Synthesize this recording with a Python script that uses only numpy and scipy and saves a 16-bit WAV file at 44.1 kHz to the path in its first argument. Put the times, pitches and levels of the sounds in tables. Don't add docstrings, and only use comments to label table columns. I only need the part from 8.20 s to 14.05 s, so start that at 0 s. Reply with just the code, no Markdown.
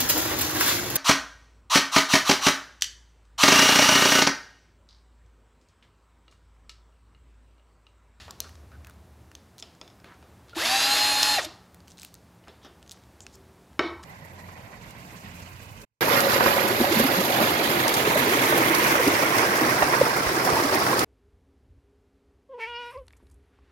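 import sys
import numpy as np
from scipy import signal
from scipy.fft import rfft, irfft
from scipy.io import wavfile
from scipy.ndimage import uniform_filter1d

SR = 44100
rng = np.random.default_rng(int(sys.argv[2]) if len(sys.argv) > 2 else 0)


def store_pcm(level_fs):
    pcm = np.round(np.clip(level_fs, -1, 1) * 32767).astype(np.int16)
    wavfile.write(sys.argv[1], SR, np.atleast_2d(pcm).T)


def volts_from_db(level):
    exponent = np.asarray(level, float) / 20
    return 10 ** exponent


N = 257835
T = np.arange(N) / SR


def level(x, db):
    return x * volts_from_db(db) / np.sqrt(np.mean(x ** 2))


def band(x, hz, octaves):
    edges = [hz * 2 ** (-octaves / 2), min(hz * 2 ** (octaves / 2), .45 * SR)]
    return signal.sosfilt(signal.butter(2, edges, "band", fs=SR, output="sos"), x)


def shape_db(hz, points, modes=()):
    f, db = np.transpose(points)
    humps = sum(d / (1 + (2 * (hz - c) / w) ** 2) for c, w, d in modes)
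    return np.interp(np.log(hz + 1), np.log(f), db) + humps


def coloured(points, modes=()):
    hz = np.arange(N // 2 + 1) * SR / N
    spectrum = rfft(rng.standard_normal(N)) * volts_from_db(shape_db(hz, points, modes))
    return level(irfft(spectrum, N), 0)


def walk(rate):
    k = int(SR / rate)
    steps = np.repeat(rng.standard_normal(N // k + 1), k)
    return 1.3 * uniform_filter1d(uniform_filter1d(steps, k), k)[:N]


def add(out, s, x):
    i = int(s * SR)
    out[i:i + len(x)] += x[:N - i]


def fade(t, t60):
    return np.exp(-np.log(1000) * t / t60)


# f/Hz, level/dB per Hz
AIR = [(13, -73.5), (22, -45.5), (58, -8.5), (76, -5.5), (125, -9), (143, -17.5), (169, -8), (223, -11),
       (376, -14.5), (444, -17), (482, -17), (861, -19), (3060, -32), (12100, -39), (16000, -45)]
# t/s, half length/s, level/dB
TRAFFIC = [(0., .07, -40), (.62, .45, -46), (2.1, .3, -58), (2.46, .12, -54), (2.9, .2, -53),
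           (3.23, .08, -53), (3.63, .1, -56), (4.15, .2, -60), (5.1, .2, -62), (5.58, .06, -53),
           (5.8, .15, -52)]
# start t/s, end t/s, f/Hz, level/dB
DRONES = [(3.3, 4.35, 174, -60), (4.9, 5.45, 385, -66), (0., 5.85, 12050, -83)]
# f/Hz, level/dB per Hz
SHELL = [(70, -52.5), (130, -31.5), (300, -21), (500, -16.5), (800, -7.5), (1300, -9.5), (2200, -9),
         (3200, -6), (5000, -7.5), (6000, -12.5), (9000, -19), (10500, -17), (13000, -19.5), (16000, -38)]
# f/Hz, width/Hz, level/dB
SHELL_MODES = [(332, 47, 7), (630, 90, 6.5), (1180, 170, 1.5), (1743, 420, 5.5), (2640, 260, 4.5),
               (3650, 250, 4), (4400, 500, 2.5), (7000, 600, 4), (10010, 280, 5), (11200, 420, 1),
               (13000, 470, 3.5)]


def background():
    out = level(coloured(AIR), -56) * volts_from_db(1.0 * walk(1.1))
    swell = volts_from_db(-70) + sum(volts_from_db(db) * np.exp(-((T - s) / half) ** 2) for s, half, db in TRAFFIC)
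    out += swell * level(band(rng.standard_normal(N), 76, 0.31), -3.4)
    upper_swell = volts_from_db(-60) * (swell / volts_from_db(-55)) ** .35
    out += upper_swell * level(band(rng.standard_normal(N), 119.7, 0.12), -5.0)
    for start, end, hz, db in DRONES:
        gate = np.clip(np.minimum(T - start, end - T) / 0.04 + 0.16, 0, 1)
        out += volts_from_db(db + 3.4 * walk(26)) * gate * np.sin(2 * np.pi * hz * T + 0.54 * walk(9.4))
    last_run = band(coloured(SHELL, SHELL_MODES), 1700, 4.6) * volts_from_db(-46.5 - 60 * T / 0.45)
    return out + last_run


def hits(table, thud_db, t60_s, thud_loss, ring_gain, centres_hz, octaves, modes=(), modes_db=0):
    out, far, t = np.zeros(N), np.zeros(N), T[:SR // 10]
    click = 1. * (t == 0)
    for s, db, hz, high_db in table:
        low_db = thud_db - thud_loss * (db + 35)
        low_db -= 5 * np.log2(hz / centres_hz[1])
        fall = fade(t, np.clip(t60_s * volts_from_db(ring_gain * (db + 35)), .004, .2))
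        crack, edge = 0, 0
        for sign, d, c in zip((-1, 1, -1), (low_db, -3.0, high_db), centres_hz):
            burst = (rng.standard_normal(len(t)) + 8 * click) * fall
            part = band(burst, c, octaves)
            gain = volts_from_db(d) / np.abs(part).max()
            crack = crack + gain * part
            edge = edge + sign * gain * np.linalg.norm(part) * band(click, c, octaves) / np.sqrt(c / SR)
        crack += volts_from_db(-11) * np.sin(2 * np.pi * hz * t) * fall
        for f, d, ring in modes:
            gain = volts_from_db(d + modes_db + low_db * (f < 900) + 2 * rng.standard_normal())
            crack += gain * np.sin(2 * np.pi * f * t) * fade(t, ring) * np.minimum(t / .0008, 1)
        add(out, s, volts_from_db(db) * crack)
        add(far, s, volts_from_db(db) * (.7 * edge + .3 * crack))
    return out, far


STEEL = dict(thud_db=-11, t60_s=.014, thud_loss=.45, ring_gain=-.05,
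             centres_hz=(1500, 4600, 10000), octaves=1.23)
# t/s, peak level/dB, ring f/Hz, brightness/dB
TICKS = [(0.0522, -42, 4980, -28), (0.1083, -23, 7500, -6), (0.2033, -11, 6200, -1),
         (0.2933, -38, 2930, -1), (0.3548, -38, 3900, -30), (0.647, -33.5, 2570, -5),
         (0.6699, -36, 2540, 3), (0.6974, -44, 2730, 6), (0.7084, -43, 3780, -6),
         (1.1155, -37, 2770, -10.5), (1.152, -26.5, 6300, -11), (1.5504, -46, 7050, -21),
         (2.2833, -46, 3400, -20), (2.306, -45, 4200, -8), (2.3631, -30, 3660, -3), (1.801, -44, 5200, -12),
         (2.2955, -38, 4000, -12.5), (3.0295, -1.5, 4330, -13), (3.0315, -.5, 5300, -11),
         (3.5452, -41, 4120, 6.5), (3.6042, -41.5, 4600, -26), (5.0055, -28.5, 7040, -27),
         (5.0662, -25, 2600, -25), (4.2825, -41, 5300, -14), (4.432, -46, 5300, -20),
         (4.744, -47, 3200, -20), (4.773, -47, 3000, -20), (4.4555, -42, 3700, -16),
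         (5.5308, -49, 3190, -15.5), (5.8363, -31, 1250, -16)]


def ticks():
    return hits(TICKS, **STEEL)


# f/Hz, t60/s, level/dB
GARAGE = [(250, 0.37, 4), (495, 0.44, 3), (1000, 0.69, -2.5), (2000, 0.39, -2), (4000, 0.46, 0),
          (8000, 0.48, -8.5), (13000, .4, -13.5)]


def garage(x):
    t, tail = T[:SR], np.zeros(SR)
    for hz, t60, db in GARAGE:
        octave = band(rng.standard_normal(SR), hz, 1.09)
        tail += level(octave, db + 10 * np.log10(hz / 8000)) * fade(t, t60)
    tail *= np.clip((t - .004) / 0.0041, 0, 1) / np.sqrt(0.055 * SR)
    return signal.fftconvolve(x, tail)[:N]


# t/s, length/s,
# level/dB, centre f/Hz, width/octaves
SCRAPES = [(0.074, 0.049, -52, 1080, 0.52), (0.231, 0.053, -55, 1310, 0.57),
           (0.512, .06, -59.5, 1420, 0.43), (0.649, 0.064, -61, 1420, 0.66), (1.392, 0.018, -53, 6300, 0.8),
           (1.856, .11, -56.5, 1300, 1.03), (2.275, .06, -61, 3600, .7), (3.179, 0.029, -30.5, 1325, 3.2),
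           (3.244, .013, -37, 3828, 1.4), (3.246, .011, -47, 10500, .6), (3.669, 0.076, -62, 4460, 2.1),
           (3.763, 0.14, -59.5, 4800, 2), (4.264, 0.028, -56, 1000, 1.1), (4.41, 0.075, -61, 3450, .3),
           (4.425, .06, -63, 5300, .3), (4.278, .035, -61, 3600, .25), (3.2, .065, -43, 6200, .7),
           (4.442, 0.034, -58, 770, 2.2), (4.705, 0.034, -56, 6400, 1.6), (5.005, 0.042, -57, 7000, 0.36),
           (5.122, 0.044, -59, 6030, 0.75), (5.595, .12, -50, 3700, .3), (5.826, 0.02, -53, 4500, 1.6)]


def scrapes():
    out = np.zeros(N)
    for s, length, db, hz, octaves in SCRAPES:
        n = int(length * SR)
        slips = rng.standard_normal(n) * volts_from_db(3.0 * rng.exponential(size=n))
        add(out, s, level(band(slips * np.hanning(n) ** .5, hz, octaves), db))
    return out


# t/s, peak level/dB, ring f/Hz, brightness/dB
KNOCKS = [(0.081, -34.5, 958, -14), (.2036, -39, 800, -25), (4.463, -43, 600, -30),
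          (0.2424, -39.5, 1320, -28), (0.5177, -44.5, 1320, -19), (1.4252, -37, 1330, -20),
          (1.6142, -37, 670, -20), (1.8439, -33.5, 1590, -11), (2.0266, -42.5, 934, -21),
          (2.3337, -42, 1400, -40), (2.356, -27, 1120, -26), (3.1848, -19.5, 1790, -18),
          (4.2396, -46, 2980, -12), (4.2744, -46, 920, -10), (4.2822, -36, 907, -14),
          (4.4478, -42, 5300, -3), (4.4484, -41, 904, -10)]
# f/Hz, level/dB, t60/s
HOUSING = [(334, 0., .08), (600, -12, .04), (1300, -4, .035), (1906, 0., .02), (2186, -6, .025),
           (3000, -10, .015), (3714, -13, .02), (5290, -14, .012)]


def knocks():
    return hits(KNOCKS, thud_db=-9, t60_s=.024, thud_loss=.3, ring_gain=.03,
                centres_hz=(500, 1900, 6300), octaves=1.82, modes=HOUSING, modes_db=-12.5)


# t/s, level/dB, f/Hz, t60/s
JOLTS = [(.204, -50, 4300, 0.3), (.204, -46, 4130, .12), (2.33, -33, 1400, .05), (2.364, -25.5, 331, 0.18),
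         (3.238, -31.5, 615, 0.12), (3.262, -35, 327, 0.13), (4.279, -50, 5300, 0.06),
         (4.446, -52, 3650, .1), (3.18, -21, 1900, .06), (3.243, -38, 11500, .06), (3.243, -30, 3620, .05),
         (2.344, -45, 3800, .04), (2.472, -27, 3600, .06)]


def jolts():
    out, t = np.zeros(N), T[:SR // 5]
    for s, db, hz, t60 in JOLTS:
        add(out, s, volts_from_db(db) * np.sin(2 * np.pi * hz * t) * fade(t, t60) * np.minimum(t / .006, 1))
    return out


# t/s, peak level/dB, ring f/Hz, brightness/dB
RATTLE = [(1.382, -28, 4060, -5), (1.385, -43, 4400, -23), (1.3895, -30, 4300, -23),
          (1.3945, -33, 6230, -18), (1.3995, -30, 6660, -12), (1.407, -36, 6800, -20),
          (1.943, -45, 3190, -22), (3.6754, -42, 3100, -17), (3.6807, -30, 3080, -7),
          (3.704, -39, 7120, -19), (3.7187, -34, 6160, -23), (3.773, -36, 4180, -17),
          (3.782, -31, 4190, -21), (3.7884, -32, 2630, -9), (3.7976, -30, 8100, -12),
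          (3.8122, -33, 4260, -10), (3.8182, -27.5, 7820, -8), (3.832, -25, 2500, 0),
          (3.8487, -24.5, 2700, 3), (3.9418, -31, 8400, 1), (3.9522, -36, 7020, -19),
          (4.6278, -35, 2900, -16), (4.6635, -42, 2900, -24), (4.6775, -38, 6500, -18),
          (4.695, -28.5, 6800, -17), (4.7115, -26, 6800, -8), (4.7167, -25, 8000, -8),
          (4.723, -29.5, 4300, -10), (4.8373, -44, 3860, -15), (5.1548, -37, 5400, -2)]


def rattle():
    return hits(RATTLE, thud_db=-19, t60_s=.008, thud_loss=.8, ring_gain=.1,
                centres_hz=(1700, 4800, 10500), octaves=1.23)


# t/s, peak level/dB, ring f/Hz, brightness/dB
TAPS = [
    (1.425, -27.5, 7200, -18),
    (1.433, -45, 7100, -8),
    (1.6135, -31.5, 6590, -20),
    (1.628, -52, 5200, -20),
    (1.6775, -42, 6500, -6),
    (1.7008, -48, 6600, -12),
    (1.709, -54, 5300, -14),
]
# f/Hz, level/dB, t60/s
BIT = [(668, 1, .05), (1335, -12, .04), (2250, -7, .018), (3300, -2, .016), (3480, 1, .022),
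       (4100, -11, .015), (5010, -4, .014), (5233, -2, .017), (5500, -1, .014)]


def taps():
    return hits(TAPS, **STEEL, modes=BIT, modes_db=-5.5)


# t/s, commutator f/Hz (3 per motor turn)
SPEED = [
    (2.345, 60),
    (2.389, 378),
    (2.445, 652),
    (2.475, 728),
    (2.512, 767),
    (2.56, 789),
    (2.734, 826),
    (2.822, 836.7),
    (3.14, 845),
]
# f/Hz, width/Hz, level/dB
HUM_MODES = [(731, 14, -10), (781, 26, 8), (799, 10, -7)]
# f/Hz, width/Hz, level/dB
WHINE_MODES = [(3835, 40, -13), (3945, 40, 6), (3975, 30, -8), (4100, 600, 8)]
FULL_HZ, BRAKE_S, STOP_S = 845, 3.181, 3.29


def motor(t):
    s, rate = np.transpose(SPEED)
    let_go = s[-1]
    coast_drop = 1200 * np.clip(t - let_go, 0, BRAKE_S - let_go)
    brake = np.exp(-np.maximum(t - BRAKE_S, 0) / .036)
    hz = uniform_filter1d((np.interp(t, s, rate) - coast_drop) * brake, size=200, mode="nearest")
    decades, flat = np.log10(hz / FULL_HZ), [(1, 0), (SR, 0)]
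    ends_db = 20 * np.log10(np.clip(np.minimum((t - s[0]) / .03, (STOP_S - t) / .04), 1e-3, 1))
    surge_s = .011
    off_db = -7.5 * np.clip((t - let_go) / (BRAKE_S + 2 * surge_s - let_go), 0, 1) ** 2
    bite_db = 1 * np.exp(-((t - 2.6) / .2) ** 2)
    surge_db = 9 * np.exp(-((t - BRAKE_S - surge_s / 2) / surge_s) ** 2)
    hiss_db = -24.4 + 13 * decades + bite_db + off_db + ends_db
    hum_db = -33 + 45 * decades + shape_db(hz, flat, HUM_MODES) * (t < let_go) + surge_db + ends_db
    whine_db = -35 + 75 * decades + shape_db(5 * hz, flat, WHINE_MODES) + 2 * off_db + ends_db
    return hz, hiss_db, hum_db, whine_db


# multiple of the motor turn, rms level/dB at full speed, gain/dB per percent slower
ORDER = [(1, -49, 0), (4, -46, 0), (5, -47, 0), (6, -45, 0), (6.3, -48, 0), (7, -51, 1.1), (9, -40, -.5),
         (9.5, -47, 0), (13, -39, -.4), (14, -47, 0), (16, -44, 0), (18, -41, .7), (24, -38.5, .3),
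         (21, -47, .5), (25, -46, .5), (27, -44, -.3), (30, -45, .2), (33, -54, 0), (36, -39.5, -4),
         (40.2, -52, 0), (41.3, -51, 0), (42, -50, 1.1), (43.3, -50, 0), (45, -49, .3)]


def drill():
    on = (T > 2.345) & (T < STOP_S)
    hz, hiss_db, hum_db, whine_db = motor(T[on])
    turn = 2 * np.pi * np.cumsum(hz / 3) / SR
    tones = volts_from_db(hum_db + 1.6 * walk(40)[on]) * np.sin(3 * turn + .2 * walk(50)[on])
    tones += volts_from_db(whine_db + 2.2 * walk(60)[on]) * np.sin(15 * turn + .3 * walk(60)[on])
    change = uniform_filter1d(np.abs(np.gradient(hz)) * SR / 5000, 400)
    load = np.clip(change, 0, 1) ** 2.5
    gear_mesh = (10.2, -42.5 + 13.5 * load, .8 * (1 - load ** .2))
    smear_db = -14 * load ** .4
    slower = np.clip(100 * (1 - hz / FULL_HZ), 0, 8) * (T[on] < BRAKE_S)
    for k, db, slope in ORDER + [gear_mesh]:
        full_speed_db = shape_db(k * hz.max() / 3, SHELL, SHELL_MODES)
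        swell = shape_db(k * hz / 3, SHELL, SHELL_MODES) - full_speed_db
        order_db = db + slope * slower + np.minimum(.9 * swell, 3) + hiss_db + 24
        order_db = order_db + 2.8 * walk(30)[on] + smear_db * (k > 11)
        tones += volts_from_db(order_db) * np.sin(k * turn + .5 * walk(30)[on])
    teeth = 1 + 0.13 * np.sin(turn) + 0.27 * np.sin(3 * turn)
    grain = volts_from_db(1.1 * walk(700) + 0.605 * walk(31.05))[on]
    whines, hiss = np.zeros(N), np.zeros(N)
    whines[on] = np.sqrt(2) * tones
    hiss[on] = volts_from_db(hiss_db - 2.0) * coloured(SHELL, SHELL_MODES)[on] * teeth * grain
    return whines, hiss


# t/s, peak level/dB, ring f/Hz, brightness/dB
CLUNK = [(5.5922, -19, 1400, -12)]
# f/Hz, level/dB, t60/s
LATCH = [(334, 7, .11), (600, -2, .12), (818, -1, .08), (1150, -4, .05), (1330, 2, .045), (1560, 0., .035),
         (1906, -2, .045), (2234, 1, .035), (2560, -8, .025), (3000, -3, .022), (3704, -10, .025),
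         (4290, -14, .02), (5290, -6, .02), (6525, -18, .02)]
# f/Hz, level/dB
CLUNK_FAR = [(200, 5), (700, 4), (1100, 4), (1600, 6), (2300, 6), (3000, 1), (3700, 1.5), (16000, 0.)]


def clunk():
    near, far = hits(CLUNK, thud_db=-11, t60_s=.06, thud_loss=0, ring_gain=0,
                     centres_hz=(450, 1450, 4300), octaves=1.45, modes=LATCH, modes_db=2.5)
    far_db = shape_db(np.linspace(0, SR / 2, 257), CLUNK_FAR)
    fir = signal.firwin2(511, np.linspace(0, 1, 257), volts_from_db(2 * far_db))
    return near, signal.lfilter(signal.minimum_phase(fir), 1, far)


def scene():
    tick, tick_far = ticks()
    rub = scrapes()
    knock, knock_far = knocks()
    screws, screws_far = rattle()
    tap, tap_far = taps()
    whines, hiss = drill()
    tones = whines + jolts()
    clack, clack_far = clunk()
    to_walls = volts_from_db(-13) * (hiss + .4 * tones)
    to_walls += volts_from_db(-14) * (tick_far + screws_far + rub + volts_from_db(8) * tap_far)
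    to_walls += volts_from_db(-4) * knock_far + volts_from_db(-1.6) * clack_far
    mono = background() + tick + rub + knock + screws + tap + tones + hiss + clack + garage(to_walls)
    return np.array([mono, mono])


def band_limit(x):
    return signal.sosfilt(signal.butter(12, 16550, fs=SR, output="sos"), x)


def record(dry):
    dry = signal.sosfilt(signal.butter(2, 35, "high", fs=SR, output="sos"), dry)
    low_pass = signal.ellip(8, .2, 50, 15750, fs=SR, output="sos")
    dry = volts_from_db(-39) * dry + signal.sosfilt(low_pass, dry)
    side = band(band(dry[0], 11000, 1.6) * walk(900), 11000, 1.6) * volts_from_db(-19.5)
    return band_limit(dry + np.array([side, -side]))


dry = scene()
out = record(dry)
store_pcm(out)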